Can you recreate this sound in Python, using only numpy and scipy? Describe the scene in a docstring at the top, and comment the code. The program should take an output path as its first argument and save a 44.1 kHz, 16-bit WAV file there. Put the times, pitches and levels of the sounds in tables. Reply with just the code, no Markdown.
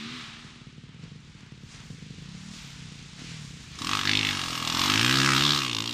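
"""Over an idling single-cylinder four-stroke dirt bike another bike fades away; the first blips behind a bank in
the woods, then comes into the open, powers through a bend and passes close. Each firing is a puff that rings
the exhaust as a low thud and, in direct sight, a sharp crack of shock front and turbulence. Behind the bank the
treble is a patchy hiss; in the open, cracks ring over a hiss. Filtered noise gives the low rumble of the woods."""
import sys
import numpy as np
from scipy import signal
from scipy.fft import rfft, irfft, next_fast_len
from scipy.io import wavfile
from scipy.ndimage import uniform_filter1d

SR = 44100
rng = np.random.default_rng(int(sys.argv[2]) if len(sys.argv) > 2 else 0)


def elevation(decibels):
    """Turn decibel levels (scalar or array-like) into linear amplitude ratios."""
    levels = np.asarray(decibels, float)
    return 10 ** (levels / 20)


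def wrap_up_sound(samples):
    """Save the sound to the file named by the first command line argument, as 16-bit audio."""
    columns = np.atleast_2d(samples).T
    # keep every value between -1 and 1, then stretch to whole-number steps
    tamed = np.clip(columns, -1, 1)
    steps = np.round(tamed * 32767).astype(np.int16)
    wavfile.write(sys.argv[1], SR, steps)


N = 261513


def in_time(rows):
    """Columns of a curve, one value a sample; the first column of rows is time in seconds."""
    s, *columns = np.transpose(rows)
    return [np.interp(np.arange(N) / SR, s, c) for c in columns]


def colour(x, points):
    """Minimum-phase filter through (Hz, dB) points, by folding the cepstrum."""
    size = next_fast_len(N + 8192)
    hz, db = np.transpose(points)
    grid_hz = np.maximum(np.arange(2049) * SR / 4096, 1)
    log_gain = np.interp(np.log(grid_hz), np.log(hz), db) * np.log(10) / 20
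    cepstrum = irfft(log_gain)
    cepstrum[1:2048] *= 2
    cepstrum[2049:] = 0
    impulse = irfft(np.exp(rfft(cepstrum)))
    return irfft(rfft(x, size) * rfft(impulse, size), size)[..., :N]


def resonance(x, hz, width_hz):
    """Two-pole resonance with gain 1 on top."""
    r = np.exp(-np.pi * width_hz / SR)
    b = [(1 - r * r) / 2, 0, (r * r - 1) / 2]
    a = [1, -2 * r * np.cos(2 * np.pi * hz / SR), r * r]
    return signal.lfilter(b, a, x)


def even(x):
    """Running rms brought to 1."""
    power = uniform_filter1d(uniform_filter1d(x ** 2, 5000), 5000)
    return x / np.sqrt(np.maximum(power, 0) + 1e-14)


def cut(x, hz, kind):
    """Steep high- or low-pass."""
    return signal.sosfilt(signal.butter(4, hz, kind, fs=SR, output="sos"), x)


def nearly_mono(spectrum, side_db):
    """Coloured noise, mid of rms 1, slightly different in the two channels."""
    mid, side = colour(rng.standard_normal((2, N)), spectrum)
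    return (mid + elevation(side_db) * side * [[1], [-1]]) / np.std(mid)


def drift(rate_per_s):
    """Slow random curve of spread about 1."""
    return np.interp(np.arange(N) * rate_per_s / SR, np.arange(200), rng.standard_normal(200)) * 1.2


def low_exhaust(turns, at, near, steady, thud_db, bark_db, crank_db):
    """Puffs ring the exhaust as thud and bark; revving adds a clean note, the open adds crank hum and rasp."""
    # Modes of the exhaust. Each row: centre in Hz, width in Hz, relative level in dB.
    thud_modes = [(84, 119, -4.5), (145.6, 85.7, 3), (186.7, 51.5, -4)]
    bark_modes = [(240.4, 93, 10), (343, 100, 1), (469, 23, -10.5)]
    # Turbulent roughness of the exhaust. Each row: frequency in Hz, relative density in dB per Hz.
    rasp_spectrum = [(30, -16), (60, -12), (150, -9), (350, -12), (470, -13), (700, -37), (1000, -51)]
    # Clean orders above the bark, in the open. 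Each row: time in seconds, level over thud in dB.
    upper_orders = [(3.8, -18), (4.25, -20), (4.45, -6), (4.85, -5), (5.07, -19), (5.2, -16.5),
                    (5.55, -12.5), (5.72, -34), (5.93, -22)]
    firing_tone_db, crank_overtone_db = -16, -21   # over thud
    thud_yields = .4   # share by which the thud gives way to the far note
    knock_db = -27   # top of the far thump over bark

    puffs = firing_puffs(at, near, steady)
    echoed = with_echoes(puffs, near)
    far = thump(echoed)
    # from behind the bank the note is narrower
    behind = cut(cut(echoed, 490, "low"), 65.0, "high")
    heard = behind * (1 - near) + cut(echoed, 560, "low") * near

    crank = near * elevation(crank_db) * np.sqrt(2) * np.cos(4 * np.pi * turns + 0.032)
    thud = (pipe(heard, thud_modes, cut_hz=49.5) + crank) / np.sqrt(1 + near * elevation(2 * crank_db))
    thud = near * thud + (1 - near) * far
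    thud += near * elevation(firing_tone_db) * np.cos(2 * np.pi * turns + 12.3)
    thud += near * elevation(crank_overtone_db) * np.sqrt(2) * np.cos(8 * np.pi * turns + 0.5)
    thud += (1 - near) * steady * (far_note(turns) - thud_yields * thud)

    bark = elevation(bark_db - 2.9 * (2.5 - near)) * pipe(heard, bark_modes, cut_hz=222)
    # rasp grows half as fast in dB as the thud
    rasp = near * elevation(-48 + .5 * (thud_db + 40)) * nearly_mono(rasp_spectrum, side_db=-24)
    upper_band = even(cut(cut(puffs, 410, "high"), 800, "low"))
    upper = near * elevation(thud_db + in_time(upper_orders)[0]) * upper_band
    knock = (1 - near) * elevation(bark_db + knock_db) * even(cut(cut(puffs, 330, "high"), 450, "low"))
    return elevation(thud_db) * thud + bark + rasp + upper + knock


def firing_puffs(at, near, steady):
    """One pressure puff a firing, uneven behind the bank; at idle there many are followed by a weaker beat."""
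    afterbeat_share, afterbeat_db = .6, -4.5
    puffs = np.full(N, 1e-18)
    early = (SR * (0.00388 + 0.00326 * near[at])).astype(int)   # the thud leads the crack
    jitter_s = .0012 * rng.standard_normal(len(at)) * (1 - near[at]) * (1 - .7 * steady[at])
    early += (SR * jitter_s).astype(int)
    puffs[at - early] = -elevation(rng.standard_normal(len(at)) * (3.4 - 2.6 * near[at]))
    chance, late = rng.random((len(at), 2)).T
    after = np.minimum(at + (SR * (.012 + .022 * late)).astype(int), N - 1)
    followed = chance < afterbeat_share * (1 - steady[at])
    puffs[after] -= elevation(afterbeat_db) * followed * (1 - near[at])
    return puffs


def with_echoes(puffs, near):
    """Bank and trunks return delayed copies, 8 dB weaker in the open."""
    # Each row: delay in seconds, level behind the bank in dB.
    echo_rows = [(.0085, -21), (0.02, -10.5), (0.031, -13), (0.041, -27)]
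    heard = puffs.copy()
    for delay_s, db in echo_rows:
        lag = int(delay_s * SR)
        heard[lag:] += elevation(db - 8 * near[lag:]) * puffs[:-lag]
    return heard


def pipe(puffs, modes, cut_hz):
    """Pressure puffs ring the exhaust pipe in modes of alternating sign."""
    rings = sum((-1) ** k * elevation(db) * resonance(puffs, hz, width_hz)
                for k, (hz, width_hz, db) in enumerate(modes))
    return even(cut(rings, cut_hz, "high"))


def thump(puffs):
    """Each puff heard from afar: a sudden, short tone that starts high and sags in pitch."""
    end_hz, drop_hz, drop_s = 118, 200, .003
    lag_s, rise_s, fall_s = .005, .0015, .009
    t = np.maximum(np.arange(2600) / SR - lag_s, 0)
    cycles = end_hz * t + drop_hz * drop_s * (1 - np.exp(-t / drop_s))
    shape = np.sin(2 * np.pi * cycles) * np.exp(-t / fall_s) * (1 - np.exp(-t / rise_s))
    return even(signal.fftconvolve(-puffs, shape)[:N])


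def far_note(turns):
    """Revving behind the bank: the engine orders near the note's centre, as clean tones."""
    # Strongest region of the note. Each row: time in seconds, centre in Hz.
    note_centre = [(1.05, 135.6), (1.3, 109), (2.2, 137), (2.53, 205), (2.66, 150), (2.8, 135), (3.15, 138),
                   (3.32, 140), (3.7, 104.7)]
    width_hz = 46
    centre_hz, rate = in_time(note_centre)[0], np.gradient(turns) * SR
    return sum(np.exp(-((k * rate - centre_hz) / width_hz) ** 2) * np.sin(2 * np.pi * k * turns)
               for k in range(2, 9))


def swells_and_dips():
    """Brief swells and dips of thud, bark and treble, each coming quickly and dying away."""
    # Each row: time in seconds, change of thud in dB, of bark over thud in dB, of treble in dB.
    change_rows = [(1.035, 9, 6, 5), (1.4, 1.5, -15, 2), (1.72, -9, 12, 5.5), (2.55, -3.5, 14, 4),
                   (3.204, 3, 19.5, 4.5), (3.3, 8, -4, 2.5)]
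    onset_s, decay_s = 0.045, 0.12
    s, *changes_db = np.transpose(change_rows)
    since = np.arange(N) / SR - s[:, None]
    onset = np.clip(1 + since / onset_s, 0, 1)
    decay = np.exp(-np.abs(since) / decay_s)
    return np.array(changes_db) @ np.where(since < 0, onset, decay)


def treble(at, near, level_db, top_db, low_hz, high_hz, low_db, high_db, crack_db, burst_db):
    """Cracks over hiss in a lower and a top part, each with its own level; the hiss is patchy behind the bank."""
    # Colours in the open and behind the bank. Each row: frequency in Hz, relative density in dB per Hz.
    open_spectrum = [(290, -44), (500, -23), (680, -10), (1050, -2), (1500, -6.5), (3570, -3.5), (5690, -1),
                     (7460, -6), (9670, -12.5), (11000, -23.5), (14300, -123), (22000, -120)]
    far_spectrum = [(350, -42), (600, -11), (1280, -4.5), (3680, -3.5), (7010, -7.5), (9740, -20.5),
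                    (11000, -25), (14300, -105), (22000, -120)]
    share = elevation(crack_db - 16.0 * (1 - near))
    sharp = colour(cracks(at, low_hz, high_hz, low_db, high_db, burst_db), open_spectrum)
    tail = rng.standard_normal(6000) * np.exp(-np.arange(6000) / SR / 0.012)   # noisy tail of each crack
    hiss = even(signal.fftconvolve(sharp, tail)[:N]) * near * elevation(-2.5)
    hiss = hiss + near * nearly_mono(open_spectrum, side_db=-27.0)
    hiss = hiss + (1 - near) * patchy(nearly_mono(far_spectrum, side_db=-34.0))
    both = share * even(sharp) + even(hiss)
    lower = even(cut(both, 3660, "low"))
    top = even(cut(cut(both, 2444, "high"), 19100, "low"))
    return elevation(level_db) * lower + elevation(top_db) * top


def cracks(at, low_hz, high_hz, low_db, high_db, burst_db):
    """A shock front and a short, brighter burst of turbulence per firing, swelling in two moving resonances."""
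    # Shock front, soft until the bike is near and again as it rides off.
    # Each row: time in seconds, relative front strength.
    front_rows = [(3.85, .45), (4.05, .85), (5.5, .8), (5.72, .45)]
    lag_s, alike = .0008, .55   # turbulence follows the front, much like the burst before
    ring_width, ring_scatter = .52, .045   # width over pitch; pitch spread from firing to firing
    jitter_s = .00007
    out, t = np.zeros(N + 2048), np.maximum(np.arange(1024) / SR - lag_s, 0)
    shape = np.exp(-t / .0022) * (1 - np.exp(-t / .0006))
    fresh = np.diff(rng.standard_normal((len(at), 1025)))
    eddies = signal.lfilter([np.sqrt(1 - alike ** 2)], [1, -alike], fresh, axis=0)
    front, = in_time(front_rows)
    for i, eddy, (slip, low_off, high_off) in zip(at, eddies, rng.standard_normal((len(at), 3))):
        low_ring = low_hz[i] * (1 + ring_scatter * low_off)
        high_ring = high_hz[i] * (1 + ring_scatter * high_off)
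        start = i + int(round(SR * jitter_s * slip))
        burst = elevation(burst_db[i]) * eddy * shape
        spit = burst.copy()   # the top end is mostly turbulence
        spit[0], burst[0] = -.3 * front[i], -1.01 * front[i]
        low = resonance(burst, low_ring, ring_width * low_ring)
        low = resonance(low, low_ring, ring_width * low_ring)
        burst[0] = -0.52 * front[i]
        high = resonance(burst, high_ring, ring_width * high_ring)
        high = resonance(high, high_ring, ring_width * high_ring)
        strength = elevation(rng.normal(0, 1.1))
        crack = elevation(-2.5) * spit + elevation(low_db[i]) * low - elevation(high_db[i]) * high
        out[start:start + 1024] += strength * crack
    return out[:N]


def patchy(x):
    """Each band of a noise swells and sinks on its own."""
    # Band edges in Hz, one a row.
    edges_hz = [1600, 2800, 4600]
    depth_db, rate_per_s = 2.2, 11.0
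    out = 0
    for hz in edges_hz:
        band = signal.sosfiltfilt(signal.butter(2, hz, fs=SR, output="sos"), x)
        out = out + elevation(depth_db * drift(rate_per_s)) * band
        x = x - band
    return out + elevation(depth_db * drift(rate_per_s)) * x


def leaving_bike():
    """A few wavering low orders and a bright hiss that holds, then both die away."""
    # Each row: time in seconds, firings per second, level in dB before a common 4.5 dB cut.
    leaving_rows = [(0, 72, -43), (.15, 84, -46.5), (.27, 74, -57), (.45, 80, -57), (.75, 78, -63.5)]
    # Each row: multiple of the firing rate, relative level in dB.
    orders = [(2, -2.5), (3, 9.5), (4, -1.5), (5, -5)]
    # Each row: frequency in Hz, relative density in dB per Hz.
    hiss_spectrum = [(290, -70), (500, -15), (609, -23), (1270, 2), (1450, -2), (3670, 0.5), (9320, -23),
                     (10500, -43), (11500, -86), (15000, -113), (22000, -120)]
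    hiss_db, hold_s, fall_db_per_s = -41, 0.19, 38.5
    rate, level_db = in_time(leaving_rows)
    turns, t = np.cumsum(rate) / SR, np.arange(N) / SR
    alive = np.clip((leaving_rows[-1][0] + 0.23 - t) / 0.15, 0, 1)
    fading_db = hiss_db - fall_db_per_s * np.maximum(t - hold_s, 0)
    hiss = elevation(fading_db) * nearly_mono(hiss_spectrum, side_db=-41)
    tones = sum(elevation(db) * np.sin(2 * np.pi * k * turns + k) for k, db in orders)
    return hiss + alive * elevation(level_db - 4.5) * tones


def woods_rumble():
    """Low coloured noise at a slowly moving level."""
    # Each row: frequency in Hz, relative density in dB per Hz.
    rumble_spectrum = [(12, -53), (20, -9), (48, 3.5), (95, 3.5), (140, -14), (210, 2), (512, -24),
                       (700, -37), (910, -30), (1540, -120)]
    # Each row: time in seconds, level in dB.
    rumble_level = [(0, -58.5), (2, -53.5), (3, -52), (3.7, -52), (5.93, -55)]
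    return elevation(in_time(rumble_level)[0]) * nearly_mono(rumble_spectrum, side_db=-50)


def scene():
    """Both bikes over the low rumble of the woods."""
    # Engine speed. Each row: time in seconds, firings per second.
    revs = [(0.0, 17.86), (0.91, 18.12), (1.1, 25.75), (1.37, 17.54), (1.82, 17.79), (1.96, 25.49),
            (2.18, 24.8), (2.3, 32.64), (2.46, 38.11), (2.55, 38.7), (2.66, 35.2), (2.96, 29.0),
            (3.11, 27.648), (3.28, 43.22), (3.5, 32.5), (3.7, 26.0), (3.77, 27.85), (3.94, 53.51),
            (4.0, 47.48), (4.15, 51.8), (4.25, 51.52), (4.45, 43.95), (4.69, 39.74), (4.96, 52.98),
            (5.14, 67.14), (5.21, 66.3), (5.28, 69.2), (5.36, 65.9), (5.45, 72.68), (5.57, 71.88),
            (5.78, 52.7), (5.93, 60.83)]
    # Exhaust before swells and dips. Each row: time in seconds, thud in dB, treble in dB.
    exhaust = [(0, -44, -60), (.25, -51, -50.5), (.78, -47, -60), (.9, -47, -58), (1.2, -49.5, -61),
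               (1.35, -50, -58.5), (1.63, -47, -60), (1.75, -43, -55.5), (1.84, -40, -57),
               (1.95, -41, -57.5), (2.4, -44.5, -54.5), (2.62, -47.5, -53), (2.85, -44, -54.5),
               (3.15, -50, -55.5), (3.33, -49.5, -53), (3.48, -44.5, -55), (3.7, -48.5, -54.5),
               (3.81, -44.5, -39.5), (3.93, -41.5, -27.5), (4.03, -42.5, -30.5), (4.09, -38, -25.5),
               (4.28, -39.5, -28), (4.43, -43.5, -34.5), (4.61, -43.5, -34), (4.86, -40, -25),
               (5.02, -32.5, -25), (5.25, -30.5, -24.5), (5.5, -33, -24.5), (5.66, -42, -31),
               (5.85, -43.5, -34.5), (5.93, -45.5, -34.5)]
    # Bark in the open. Each row: time in seconds, relative level over thud in dB.
    bark_open = [(3.8, 7), (4.03, 3.5), (4.14, 8), (4.3, 3.5), (4.6, 3), (4.86, 10.5), (5.02, 6),
                 (5.5, 4.5), (5.85, 8)]
    # Each row: time in seconds, top treble over lower treble in dB.
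    top_treble = [(.8, -5.5), (1.2, -2.5), (2.2, 1.5), (3, 3.5), (3.7, 3), (3.92, -8), (4.25, -9),
                  (4.45, -3.5), (4.85, -7.5), (5.93, -4)]
    # Two rings of the crack that move with the bike's place.
    # Each row: time in seconds, low ring in Hz, high ring in Hz, low ring in dB, high ring in dB.
    ring_rows = [(3.8, 1120, 2960, 6, 9), (3.93, 1220, 2950, 12, 12), (4.03, 1350, 3020, 10, 12),
                 (4.07, 1800, 4060, 15, 14), (4.12, 2050, 3700, 13, 13), (4.17, 2400, 3300, 8, 15),
                 (4.28, 2100, 3250, 10, 12), (4.33, 1400, 2700, 4, 11), (4.6, 1130, 2870, 3, 9.5),
                 (4.7, 1030, 3650, 2, 9), (4.86, 1100, 3300, 6, 9), (4.95, 1400, 2720, 4, 14),
                 (5.1, 1500, 2900, 7, 10), (5.19, 1400, 3600, 9, 11), (5.29, 1400, 2300, 14, 10),
                 (5.37, 1350, 3200, 12, 13), (5.45, 1300, 3500, 11, 17), (5.53, 1280, 3600, 12, 17.5),
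                 (5.62, 1250, 2900, 12, 14), (5.68, 1050, 2700, 4, 16), (5.73, 1000, 2950, 5, 16),
                 (5.8, 1050, 2900, 8, 15), (5.93, 1050, 3100, 4, 15)]
    # Each row: time in seconds, crack over hiss in dB (in the open), turbulence against front in dB.
    crack_rows = [(3.8, 3.5, -14), (3.92, 4, -14.5), (4.03, 2.5, -13), (4.17, 7, -14), (4.35, -1.5, -14.5),
                  (4.6, -1.5, -16.5), (4.7, 2.5, -15), (4.86, -0.2, -13), (5.0, 4, -16), (5.25, 3, -11),
                  (5.45, 4.5, -11.5), (5.6, 4, -12.5), (5.7, 7.5, -16.5), (5.8, 12, -13.5), (5.93, 4, -16)]
    bark_far_db = -8.5   # relative bark over thud behind the bank
    idle_per_s, steady_per_s = 17, 36   # firing is uneven at idle, steadiest from 36 firings/s

    rate, = in_time(revs)
    turns = np.cumsum(rate) / SR   # one turn here is one firing
    at = np.flatnonzero(np.diff(np.floor(turns)) > 0)
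    near = np.clip((np.arange(N) / SR - 3.74) / 0.075, 0, 1)   # the bike clears the bank
    steady = np.clip((rate - idle_per_s) / (steady_per_s - idle_per_s), 0, 1)

    thud_db, treble_db = in_time(exhaust)
    thud_change, bark_change, treble_change = swells_and_dips()
    thud_db = thud_db + thud_change
    treble_db = treble_db + treble_change
    bark_db = thud_db + bark_change + (1 - near) * bark_far_db + near * in_time(bark_open)[0]
    crank_db = 7.5 + 2.3 * (rate - 56)   # over thud: 7.5 dB at 56 firings/s, 2.3 dB more per firing/s

    low = low_exhaust(turns, at, near, steady, thud_db, bark_db, crank_db)
    top_db = treble_db + in_time(top_treble)[0]
    high = treble(at, near, treble_db, top_db, *in_time(ring_rows), *in_time(crack_rows))
    return low + woods_rumble() + leaving_bike() + high


def band_limit(x):
    """A steep low-pass at the top of the band."""
    return signal.sosfilt(signal.butter(12, 14400, fs=SR, output="sos"), x)


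def record(dry):
    """A thin hiss near 12.5 kHz, stronger at right, flickers and swells steeply with the treble; the top is cut."""
    level_db = 10 * np.log10(uniform_filter1d(cut(dry[1], 7500, "high") ** 2, 1200) + 1e-14)
    band = signal.butter(5, [12050, 13150], "band", fs=SR, output="sos")
    thin = signal.sosfilt(band, rng.standard_normal((2, N)))
    thin_db = 1.483 * level_db + 3.0 * drift(14) + [[25], [37]]   # left, right
    heard = cut(cut(dry, 11270, "low"), 11650, "low") + thin * elevation(thin_db)
    heard = signal.sosfilt(signal.cheby2(12, 70, 13700, fs=SR, output="sos"), heard)
    return band_limit(heard)


dry = scene()
out = record(dry)
wrap_up_sound(out)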